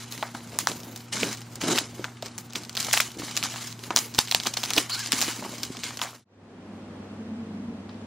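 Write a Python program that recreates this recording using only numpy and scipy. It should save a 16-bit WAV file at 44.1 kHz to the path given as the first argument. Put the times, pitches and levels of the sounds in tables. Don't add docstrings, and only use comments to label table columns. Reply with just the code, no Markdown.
import sys
import numpy as np
from scipy import signal
from scipy.fft import rfft, irfft, next_fast_len
from scipy.io import wavfile
from scipy.ndimage import uniform_filter1d, minimum_filter1d, map_coordinates

SR = 44100
rng = np.random.default_rng(int(sys.argv[2]) if len(sys.argv) > 2 else 0)


def materialize(psi):
    bounded = np.clip(np.atleast_2d(psi).T, -1, 1)
    quanta = np.round(bounded * 32767).astype(np.int16)
    wavfile.write(sys.argv[1], SR, quanta)


def makeup_ratio(level_db):
    decades = np.asarray(level_db, float) / 20
    return 10 ** decades


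N = 355446

# (time [s], gain [1])
FADE = [
    (5.9, 0.29),
    (6.238, 0.021),
    (6.246, 0.001),
    (6.5, 0.33),
    (7, 0.73),
]
CUT_S = 6.245

# (frequency [Hz], level [dB per Hz])
FILM_SPECTRUM = [(410, -39), (700, -8.5), (1250, -5.5), (1900, -3.5), (2170, -2.5), (3460, -3), (3920, 0.5),
                 (4390, -0.5), (4860, -2.5), (6750, 0.5), (10500, -12), (13600, -35), (22000, -120)]
# (frequency [Hz], width [Hz], level [dB])
FILM_RESONANCES = [(1130, 260, 2.5), (2200, 160, 1.5), (3000, 240, 5), (4000, 67, 1), (4920, 280, 5.5)]
# (frequency [Hz], level [dB per Hz])
BOARD_SPECTRUM = [(88, -43.5), (150, -10), (241, -1.5), (306, -5.5), (483, -10), (761, -14), (937, -13),
                  (1090, -20), (1600, -17.5), (2080, -44.5), (3520, -120)]

# (time [s], length [s], rustle [dB], scrape [dB], sparkle over rustle [dB])
PULLS = [(0.12, 0.15, -46.5, -49.5, -8.5), (0.75, 0.26, -52, -46.5, 0.5), (1.127, 0.077, -31, -37, -16.5),
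         (1.21, 0.098, -34, -33.5, -12), (1.612, 0.11, -33, -29, -20), (1.68, 0.084, -28.5, -25, -15),
         (1.95, 0.11, -51.5, -46.5, -8), (2.78, 0.12, -35.5, -45, -10.5), (3.19, 0.25, -39, -47.5, -12),
         (3.5, 0.18, -40, -61, -11.5), (4.28, 0.15, -43, -56, -8), (4.58, 0.24, -38.5, -48, -10),
         (4.762, 0.027, -31, -31.5, -8), (4.898, 0.081, -33.5, -51.5, -10.5), (5.0, 0.17, -37.5, -53, -14),
         (5.13, 0.17, -30.5, -41, -10), (5.35, 0.19, -42, -39, -10.5), (5.55, 0.14, -45, -45.5, -10),
         (5.72, 0.12, -44.5, -48.5, -15), (6.08, 0.067, -45.5, -64, -6), (0.525, 0.042, -49, -40.5, -7.5)]
# (time [s], rustle [dB], scrape [dB], sparkle over rustle [dB])
SPRINGS = [(0.0, -40, -73, -14), (0.111, -42, -62, -2), (0.345, -44.5, -42, -10), (3.625, -40.5, -50, -6),
           (3.835, -46.5, -61, -7), (2.5, -61, -54, -13), (0.6, -39, -45, -1.5), (0.687, -34.5, -33, -9),
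           (2.24, -45, -41, -13.5), (2.39, -58, -56, 10), (2.56, -39, -37.5, -10.5),
           (2.803, -39.5, -50, -3), (2.941, -24, -43, -8.5), (3.0, -34.5, -45.5, -10),
           (3.437, -31, -42, -17), (3.971, -32, -43.5, -0.5), (4.15, -44.5, -49, -1),
           (4.193, -34, -53.5, -6.5), (4.458, -35.5, -37, -8), (5.844, -33, -48, -18),
           (6.019, -33.5, -44, -9)]
GRIP_DB_PER_S, LET_GO_DB_PER_S = 2200, 167
SPRING_DB_PER_S, SETTLE_DB_PER_S, SPRING_S = 1205.5, 161, 0.013
# (rustle [dB], scrape [dB], sparkle [dB])
REST_DB = [-57, -55.5, -61.5]
PRESS_DB = 8

# (frequency [Hz], width [Hz], level [dB])
APPLIANCE_HUM = [(118, 1.6, -40.5), (236.6, 1.6, -43), (369, 12, -55.5), (477, 30, -60)]
# (frequency [Hz], level [dB per Hz])
AIR_SPECTRUM = [(12, -55.5), (20, -18), (38, -19.5), (120, -5), (167, -6), (245, -18.5), (300, -9),
                (555, -27), (754, -15), (1430, -19), (9000, -29), (11700, -72), (19800, -120)]
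# (frequency [Hz], level [dB per Hz])
HISS_SPECTRUM = [(59, -79), (100, -53), (163, -52), (266, -9.5), (452, -4), (2630, -10), (4670, -14.5),
                 (6990, -19), (15000, -27.5), (16000, -43)]

# (time [s], peak [dB], ring [Hz], carton knock [dB])
RIPS = [(0.5884, -1, 7250, -12), (0.6718, -1, 4250, -1.5), (1.2322, -6, 2420, -18),
        (1.6161, -15, 2940, -29), (1.7849, -3, 2840, -41.5), (2.5563, -12, 3260, -12),
        (2.7744, -10.5, 3660, -9), (2.8039, -9, 6300, -34), (2.9295, -4.5, 5430, -24),
        (2.9318, -10, 6000, -9), (2.933, 0.5, 6300, -23), (2.9345, -16, 6000, -22), (2.938, -7, 5500, -18),
        (2.9747, -1, 2270, -9), (3.002, -2.5, 1590, -10), (3.3669, -7, 4300, -13), (3.4278, -8, 2340, -26),
        (3.9625, 7.5, 5500, -16), (3.972, -3, 3680, -7.5), (3.9893, -6, 5570, -22), (4.1886, 2.5, 4600, -5),
        (4.1897, 0, 4370, -13), (4.3231, -7.5, 4300, -8), (4.3477, 2.5, 4440, -12.5),
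        (4.3488, -6, 4600, -18.5), (4.4704, -5.5, 4820, -6), (4.4717, -18, 4900, -19),
        (4.5718, -9.5, 4270, -7), (4.6373, -8.5, 3520, -11), (4.7352, -5.5, 4650, -28),
        (4.7781, -2, 2390, -19), (4.7828, -4.5, 3000, -15), (4.7855, -5, 2950, -12.5),
        (5.1206, -1, 4560, -39), (5.1283, -5.5, 4330, -11), (5.2256, -6, 5060, -10),
        (5.6327, -9.5, 5150, -18)]
# (time [s], peak [dB], ring [Hz])
POPS = [(0.1233, -19.5, 5300), (0.609, -25, 5760), (0.7166, -18, 2980), (0.961, -19.5, 6350),
        (1.1245, -27, 3160), (1.2945, -29, 5590), (1.556, -22.5, 7380), (2.2243, -18.5, 4200),
        (2.3847, -18, 6800), (2.695, -19.5, 4600), (2.769, -12.5, 4300), (2.868, -14.5, 6000),
        (2.9117, -15.5, 2773), (2.9447, -14, 3840), (3.3121, -18, 3640), (3.3744, -6.5, 4740),
        (3.438, -9.5, 5530), (4.1479, -14.5, 5100), (4.283, -21.5, 3324), (4.313, -5, 4470),
        (4.4007, -10, 3720), (4.5395, -13.5, 5160), (4.6182, -26, 4620), (4.652, -16.5, 4140),
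        (5.073, -17, 5840), (5.2068, -12, 6300), (5.2149, -6, 5250), (5.221, -7, 5500), (5.8356, -13, 4440),
        (5.849, -30, 5100),
        (0.1143, -29, 5610), (0.274, -36, 2200), (0.4055, -32.5, 2400), (0.5196, -34.5, 2600),
         (0.574, -35, 5400), (0.8026, -25, 5460), (0.975, -27.5, 6230), (1.2292, -15, 3160),
         (1.3291, -17, 4800), (1.372, -29, 5900), (1.407, -30, 7100), (1.759, -12, 4940),
         (1.788, -5.5, 5200), (2.17, -34, 2660), (2.2647, -26, 4480), (2.5252, -28, 3600),
         (2.5526, -20, 2900), (2.5597, -16, 5140), (2.6497, -26, 4050), (2.7283, -29, 5500),
         (2.801, -11.5, 6400), (2.8468, -15.5, 5600), (2.939, -9, 1570), (3.005, -2, 4580),
         (3.1173, -25, 4700), (3.1733, -30, 6500), (3.267, -28, 5600), (3.356, -23, 4100),
         (3.433, -17, 5300), (3.542, -30, 3900), (3.703, -29, 4700), (3.792, -27.5, 4490),
         (4.1404, -25.5, 5790), (4.1554, -26, 4140), (4.1815, -12.5, 5750), (4.185, -8, 3000),
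         (4.2033, -22.5, 5270), (4.3606, -35, 4800), (4.4496, -19.5, 5000), (4.462, -14.5, 4000),
         (4.4647, -10, 2200), (4.4673, -7.5, 3930), (4.537, -20.5, 4700), (4.569, -15.5, 4200),
         (4.5803, -24, 4900), (4.6333, -8, 4240), (4.659, -15, 5100), (4.705, -7.5, 4450),
         (4.7396, -16, 5400), (4.7807, 0, 3480), (4.994, -35, 2300), (5.0776, -28, 4000), (5.44, -25, 1997),
         (5.636, -14, 3900), (5.6506, -21, 5400), (5.791, -26, 4960), (5.8398, -14, 5450),
         (5.972, -20, 5060)]
# (time [s], peak [dB], carton knock [dB])
SLAPS = [(0.2269, -20, 9), (0.2354, -32.5, 7), (0.349, -27.5, 7), (1.7772, -10, -4), (2.043, -14.5, 0),
         (2.2279, -28, -3), (2.8841, -27.5, 8), (2.9367, -14, -11), (3.2203, -29.5, 6.5), (3.282, -28, 2),
         (3.4562, -23.5, 3.5), (3.5395, -24, 2), (3.56, -22, -2), (3.581, -26.5, -13), (3.9059, -15, 4.5),
         (3.914, -48.5, 2), (4.456, -23, 3.5), (4.5782, -29, 2), (4.695, -23.5, -1), (4.7089, -16.5, -2),
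         (4.7747, -7.5, -12), (5.133, -11, -11), (5.28, -21.5, -2), (5.2865, -18, -4), (5.425, -34.5, 11),
         (5.4488, -26.5, 5.5), (5.749, -34, 6), (5.9067, -23.5, -2.5), (5.992, -16.5, -7.5),
         (6.0161, -10, -4.5), (6.025, -29, 8), (6.037, -22, 1), (6.048, -28, 5), (6.057, -36, 0),
         (6.09, -46, 9), (6.131, -34.5, 7.5), (6.139, -38, -1)]
# (time [s], peak [dB])
TICKS = [(0.1778, -26), (0.8333, -29), (1.0055, -29.5), (1.3315, -26), (1.3492, -25.5), (1.4173, -24.5),
         (2.26, -18.5), (2.2819, -34), (2.3799, -17.5), (2.5055, -32), (2.534, -24), (2.635, -25.5),
         (2.5, -37), (2.8494, -28), (3.1045, -30), (3.629, -25), (3.6728, -21), (3.7259, -25),
         (3.8379, -22.5), (4.2742, -20.5), (4.2928, -26.5), (4.4347, -19), (4.7645, -9.5), (5.0603, -17),
         (5.5548, -30), (5.5825, -25), (5.7695, -20.5)]
# (time [s], peak [dB], ring [Hz])
MORE_POPS = [(0.474, -34, 6500), (0.544, -34.5, 3000), (1.135, -24, 3170), (1.222, -21, 4500),
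             (1.6367, -17, 3900), (1.7074, -19, 4680), (2.752, -19, 4500), (2.807, -14, 5500),
             (2.828, -16, 5000), (2.9235, -26, 5000), (2.9253, -24, 3500), (2.9705, -10.5, 2010),
             (4.1762, -27.5, 6000), (4.3462, -17.5, 4450), (4.9932, -17.5, 6500), (5.002, -30, 5000)]
POP_KNOCK_DB, SLAP_HZ, TICK_HZ, TICK_KNOCK_DB = -16.5, 3000, 4600, -13.5
CHAIN_DB, CHAIN_S, CLEAN_DB = -9, 0.006, -11
BOUNCE_S, BOUNCE_DB = 0.0012, -3.5
SPIKE_DB, SHIVER_DB = 4, -24.5
# (frequency [Hz], gain [dB])
GRILLE_DIP = [(6500, 0), (10000, -6), (14500, 1)]

# (frequency [Hz], T60 [s])
ROOM_T60 = [(200, 0.12), (1000, 0.1), (4000, 0.1), (12000, 0.14)]
# (frequency [Hz], gain [dB])
TAIL_COLOUR = [(1500, -4), (4500, 0)]
BUILD_S = 0.0076

# (time [s], peak [dB], frequency [Hz])
THUMPS = [(1.231, -15.5, 462), (1.995, -25.5, 358.6), (2.227, -21.5, 650), (3.169, -30.5, 312),
          (3.184, -33, 330), (3.198, -25.5, 306), (3.215, -34, 302), (3.233, -27.5, 293), (4.778, -16, 300),
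          (5.134, -23.5, 265), (5.282, -25, 334.7), (2.867, -31, 900), (5.4245, -24, 620),
          (5.46, -25.5, 900), (3.905, -25, 340), (0.2262, -21, 810), (5.703, -26.5, 258), (6.02, -40, 740)]
# (time [s], level [dB])
LOW_PULSES = [
    (4.1878, -6.5),
    (4.3507, -23),
]
# (frequency [Hz], level [dB per Hz])
FLAP_SPECTRUM = [(350, -41.5), (650, -1), (1200, -3), (2200, -8), (4000, -51.5)]
RATTLE_DB, RATTLE_S, RATTLE_DB_PER_S = -25.5, 0.0037, 266.5

# (time [s], pitch [Hz], level [dB], third multiple [dB])
SQUEAK = [
    (4.898, 1350, -51, 14),
    (4.922, 1450, -42.5, 18),
    (4.942, 1557, -42, 17),
    (4.962, 1395, -46, 16),
    (4.98, 1526, -41, 0),
    (5.012, 1710, -41, 9),
    (5.04, 1540, -43, -4),
]
# (frequency [Hz], side over mid [dB])
SIDE_WIDTH = [(100, -43), (300, -35.5), (1000, -27), (3000, -14), (5500, -9.5), (8000, -1), (15000, 2)]

# (frequency [Hz], width [Hz], level [dB])
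MAINS_HUM = [(98.7, 1.7, -49), (210, 2.1, -67)]
# (frequency [Hz], level [dB per Hz])
STREET_SPECTRUM = [(12, -75.5), (20, -37), (43, -25), (92, -15.5), (111, -17), (127, -21), (157, -12),
                   (222, -5.5), (291, -11.5), (615, -18), (919, -21.5), (5380, -41.5), (12000, -51),
                   (15600, -99), (22000, -120)]
# (frequency [Hz], level [dB per Hz])
BOOM_SPECTRUM = [(71, -42), (120, -14), (129, -20.5), (221, 6), (292, -5.5), (416, -41.5), (454, -4.5),
                 (500, -35), (650, -64), (1100, -120)]
# (time [s], boom [dB], drone [dB])
ENGINE = [
    (6.25, -58, -51.5),
    (6.7, -41.5, -49.5),
    (6.95, -48.5, -51),
    (7.2, -41.5, -52),
    (7.45, -36, -52),
    (7.7, -36.5, -52.5),
    (7.85, -44.5, -52.5),
    (8.06, -46, -51),
]
# (time [s], peak [dB])
FAR_CRACKLE = [
    (7.8924, -30),
    (7.895, -36),
    (7.902, -41),
    (7.913, -38),
    (7.93, -41),
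    (7.943, -41),
    (7.96, -45),
    (7.975, -43),
    (8.015, -43),
]

# (frequency [Hz], gain [dB])
MIC_BAND = [(20, -12.5), (80, 5.5), (15750, -0.5), (15950, -43.5), (17200, -46.5), (17600, -100)]
# (frequency [Hz], level under the other [dB])
MASKED = [(300, -29), (1000, -16), (5000, -9), (8000, -20.5), (10000, -0.5), (15000, -6.5)]
# (frequency [Hz], level [dB])
AUDIBLE = [(7000, -84), (8500, -78), (10000, -72.5), (12000, -71.5), (14000, -72), (15700, -73)]
BUSY_DB, BUSY_SHARE, RAGGED_DB = -54.5, 0.6, 3.5


def unit(x):
    return x / np.sqrt(np.mean(x ** 2) + 1e-20)


def along(points, hz):
    f, v = np.transpose(points)
    return np.interp(np.log(hz + 1), np.log(f + 1), v)


def curves(rows):
    s, *cols = np.transpose(rows)
    return [np.interp(np.arange(N) / SR, s, c) for c in cols]


def wobble(rate_hz):
    knots = rng.standard_normal(int(N * rate_hz / SR) + 4)
    return map_coordinates(knots, [np.arange(N) * rate_hz / SR])


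def coloured(x, spectrum):
    m = next_fast_len(N + 8192)
    gain = makeup_ratio(along(spectrum, np.fft.rfftfreq(m, 1 / SR)))
    return irfft(rfft(x, m) * gain, m)[..., :N]


def patchy(x, patchy_db):
    z = signal.stft(x, nperseg=512)[2]
    field = uniform_filter1d(rng.standard_normal(z.shape[-2:]), 3, 0)
    field = uniform_filter1d(field, 6, 1)
    return signal.istft(z * makeup_ratio(patchy_db * unit(field)), nperseg=512)[1][..., :N]


def noise(spectrum, patchy_db):
    return unit(coloured(patchy(rng.standard_normal(N), patchy_db), spectrum))


def crackle(rate_hz, spread_db):
    density = rate_hz / SR * makeup_ratio(2.6 * wobble(60))
    struck = rng.random(N) < density
    size = struck * makeup_ratio(spread_db * np.minimum(rng.exponential(size=N), 3))
    burst = np.convolve(size, makeup_ratio(-60 * np.arange(128) / SR / 0.0037))[:N]
    burst = burst / np.sqrt(np.abs(uniform_filter1d(burst ** 2, size=2600)) + 1e-3)
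    return burst * rng.standard_normal((2, N))


def film(x):
    rung = sum(makeup_ratio(db) * signal.lfilter(*signal.iirpeak(hz, hz / width_hz, SR), x)
               for hz, width_hz, db in FILM_RESONANCES)
    return coloured(x + 0.41 * rung, FILM_SPECTRUM)


def effort(moves, rise_db_per_s, fall_db_per_s, press_db):
    t, power = np.arange(0, N / SR, .001), 0
    for s, length_s, rustle_db, scrape_db, sparkle_db in moves:
        rise_db = -rise_db_per_s * np.maximum(s - t, 0)
        fall_db = -fall_db_per_s * np.maximum(t - s - length_s, 0)
        eased_db = press_db * np.minimum((2 * (t - s) / length_s - 1) ** 2, 1)
        flat = 0 * t
        levels_db = np.array([rustle_db + flat, scrape_db - eased_db, rustle_db + sparkle_db + flat])
        power = power + makeup_ratio(2 * (rise_db + fall_db + levels_db))
    return np.array([np.interp(np.arange(N) / SR, t, p) for p in power])


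def hands():
    spring_moves = [(s, SPRING_S, *levels) for s, *levels in SPRINGS]
    springs = effort(spring_moves, SPRING_DB_PER_S, SETTLE_DB_PER_S, press_db=4)
    pulls = effort(PULLS, GRIP_DB_PER_S, LET_GO_DB_PER_S, PRESS_DB)
    rest = makeup_ratio(1.967 * (np.array(REST_DB)[:, None] + 4.7 * wobble(12)))
    rustling, scraping, sparkling = np.sqrt(pulls + springs + rest)
    folds = crackle(1500, spread_db=3) * .3 + crackle(9000, spread_db=2) * .75
    folds = patchy(folds, patchy_db=2.5)
    rustle = rustling * makeup_ratio(0.5) * unit(film(folds))
    sparkle = sparkling * unit(coloured(folds, [(8000, -63.0), (10000, -8.5)]))
    rubbing = patchy(crackle(5000, spread_db=0.5), patchy_db=1.8)
    scrape = scraping * makeup_ratio(-1.0) * unit(coloured(rubbing, BOARD_SPECTRUM))
    return rustle + sparkle + scrape


def drone(lines):
    t, out = np.arange(N) / SR, 0
    for hz, width_hz, db in lines:
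        level = np.sqrt(2) * makeup_ratio(db + wobble(width_hz))
        wander = np.cumsum(width_hz * wobble(4 * width_hz)) / SR
        out = out + level * np.sin(2 * np.pi * (hz * t + wander))
    return out


def appliance():
    return drone(APPLIANCE_HUM) + makeup_ratio(-40.5) * noise(AIR_SPECTRUM, patchy_db=2.0)


def room(x):
    out, step = np.zeros((2, N + SR)), SR // 4
    for i in range(0, N, step):
        if np.abs(x[i:i + step]).max() <= 1e-4:
            continue
        hz, t, z = signal.stft(rng.standard_normal((2, SR // 3)), SR, nperseg=256)
        decay = makeup_ratio(-60 * t / along(ROOM_T60, hz)[:, None])
        tail = signal.istft(z * decay, SR, nperseg=256)[1]
        tail = tail * (1 - np.exp(-np.arange(tail.shape[1]) / SR / BUILD_S))
        wet = signal.fftconvolve(x[None, i:i + step], tail / np.linalg.norm(tail[0]), axes=1)
        out[:, i + 60:][:, :wet.shape[1]] += wet[:, :N + SR - i - 60]
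    return out[:, :N]


def snaps(rows):
    out, blows, t = np.zeros((2, N + SR)), np.zeros((2, N)), np.arange(700) / SR
    carton = signal.butter(2, (640, 1700), "band", fs=SR)
    whole_carton = signal.butter(2, (620, 1250), "band", fs=SR)
    for s, db, hz, knock_db in rows:
        softness_db = min(db + 8.0, 0)
        life_s = 0.00067 * makeup_ratio(-.3 * softness_db)
        later = t - CHAIN_S * rng.random((3, 1))
        chain = (np.exp(-(later / life_s) ** 2) * (later > 0)).max(axis=0)
        chain = makeup_ratio(CHAIN_DB - max(db - CLEAN_DB, 0)) * chain
        envelope = np.exp(-(t / life_s) ** 2) + chain + makeup_ratio(SHIVER_DB - 60 * t / 0.016)
        jolt = rng.standard_normal((3, len(t))) * envelope
        spikes = makeup_ratio(SPIKE_DB + 0.35 * softness_db + np.array([2.5, BOUNCE_DB]))
        jolt[::2, [4, 4 + round(BOUNCE_S * SR)]] += spikes
        ring = signal.lfilter(*signal.iirpeak(min(hz, 9000), 1.5, SR), jolt[:2])
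        knock = signal.lfilter(*(whole_carton if knock_db > 3 else carton), jolt[2])
        crack = ring / np.abs(ring[0]).max() + 0.1 * np.diff(jolt[:2], prepend=0)
        thud = makeup_ratio(knock_db - 4.5) * knock / np.abs(knock).max()
        out[:, round(s * SR):][:, :len(t)] += makeup_ratio(db) * (crack + thud)
        blows[:, round(s * SR)] = makeup_ratio([db, db + knock_db])
    direct = np.array([coloured(out[0, :N], GRILLE_DIP), out[1, :N]])
    bright = makeup_ratio(5.5) * coloured(film(blows[0]), TAIL_COLOUR)
    return direct + room(bright + makeup_ratio(6.5) * signal.lfilter(*carton, blows[1]))


def folds_snapping():
    pops = [(s, db, hz, POP_KNOCK_DB) for s, db, hz in POPS]
    slaps = [(s, db, SLAP_HZ, knock_db) for s, db, knock_db in SLAPS]
    ticks = [(s, db, TICK_HZ * makeup_ratio(2 * rng.standard_normal()), TICK_KNOCK_DB) for s, db in TICKS]
    creases = [(s, db, hz, POP_KNOCK_DB) for s, db, hz in MORE_POPS]
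    return RIPS + pops + slaps + ticks + creases


def thumps():
    out, t = np.zeros(N + SR), np.arange(1500) / SR
    for s, db, hz in THUMPS:
        ring = np.sin(2 * np.pi * hz * t) + 0.35 * np.sin(2 * np.pi * 1.4 * hz * t)
        envelope = makeup_ratio(db - 0.5 - 60 * t * hz / 14) * (1 - np.exp(-t / 0.00041))
        out[round(s * SR):][:len(t)] += envelope * ring
    for s, db in LOW_PULSES:
        out[round(s * SR):][:len(t)] -= makeup_ratio(db) * np.exp(-t / 0.00031)
    return out[:N]


def rattle():
    t, level = np.arange(SR // 4) / SR, np.zeros(N + SR)
    for s, db, knock_db in SLAPS:
        fall_db = RATTLE_DB_PER_S * np.maximum(t - RATTLE_S, 0)
        level[round(s * SR):][:len(t)] += makeup_ratio(db + knock_db + RATTLE_DB - fall_db)
    return level[:N] * unit(coloured(crackle(1500, spread_db=2.5), FLAP_SPECTRUM))


def squeak():
    hz, db, third_db = curves(SQUEAK)
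    turn = 2 * np.pi * np.cumsum(hz * (1 + .03 * wobble(700))) / SR
    smeared = wobble(800) * np.sin(3 * turn) + wobble(800) * np.cos(3 * turn)
    pulses = makeup_ratio(4.5 * wobble(120)) * (np.sin(turn) + 0.33 * np.sin(2 * turn))
    tone = pulses + makeup_ratio(third_db - 2.5 + 1.2 * wobble(210)) * smeared
    t = np.arange(N) / SR
    return makeup_ratio(db) * tone * ((t > SQUEAK[0][0]) & (t < SQUEAK[-1][0]))


def first_room(fade):
    near = hands() + snaps(folds_snapping()) + rattle() + squeak()
    near = near * np.minimum(5 * fade, 1)
    mid = near[0] + thumps() + fade * appliance()
    return np.array([mid, coloured(near[1], SIDE_WIDTH)])


def engine():
    boom_db, drone_db = curves(ENGINE)
    boom = makeup_ratio(boom_db) * noise(BOOM_SPECTRUM, patchy_db=-1.0)
    return boom + makeup_ratio(drone_db + 10.5) * noise(STREET_SPECTRUM, patchy_db=0.0)


def far_crackle():
    ticks = snaps([(s, db, 4000, -8) for s, db in FAR_CRACKLE])[0]
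    return coloured(ticks, [(1800, -0.5), (5500, -6.0), (7000, -17.5)])


def second_room(fade):
    return np.array([far_crackle() + fade * (engine() + drone(MAINS_HUM)), np.zeros(N)])


def scene():
    fade, = curves(FADE)
    first = np.arange(N) < CUT_S * SR
    mid, side = np.where(first, first_room(fade), second_room(fade))
    side = side + fade * makeup_ratio(-51.5) * noise(HISS_SPECTRUM, patchy_db=-2.5)
    return np.array([makeup_ratio(-2.5) * (mid + side), makeup_ratio(-2.5) * (mid - side)])


def joint_stereo(x, loud_db):
    hz, _, z = signal.stft([x[0] + x[1], x[0] - x[1]], SR, nperseg=1536)
    bands = np.add.reduceat(np.abs(z) ** 2, np.arange(0, len(hz), 16), axis=1)
    smooth = np.abs(uniform_filter1d(bands, size=3, axis=2))
    power = np.repeat(smooth, 16, axis=1)[:, :len(hz)]
    kept = power > power[::-1] * makeup_ratio(2 * along(MASKED, hz))[:, None]
    kept[0] |= power[0] > makeup_ratio(2 * loud_db)
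    crackle_power = power[0, (hz > 3000) & (hz < 8000)].mean(axis=0)
    busy = -minimum_filter1d(-crackle_power, size=5) / makeup_ratio(2 * BUSY_DB)
    chance = unit(uniform_filter1d(rng.standard_normal(bands.shape[1:]), size=3, axis=1))
    chance = np.repeat(chance, 16, axis=0)[:len(hz)]
    threshold = makeup_ratio(2 * (along(AUDIBLE, hz)[:, None] + RAGGED_DB * chance)) * busy ** BUSY_SHARE
    kept[0] &= power[0] > threshold * (hz > 7000)[:, None]
    kept[1, hz > 7000] = True
    mid, side = signal.istft(z * kept, SR, nperseg=1536)[1][:, :N] / 2
    return np.array([mid + side, mid - side])


def top_cut(x):
    return signal.sosfilt(signal.butter(12, 16730, fs=SR, output="sos"), x)


def record(dry):
    clipped = dry / (1 + np.abs(dry) ** 8) ** (1 / 8)
    mix = joint_stereo(coloured(clipped, MIC_BAND), loud_db=-54.0)
    return top_cut(mix)


dry = scene()
out = record(dry)
materialize(out)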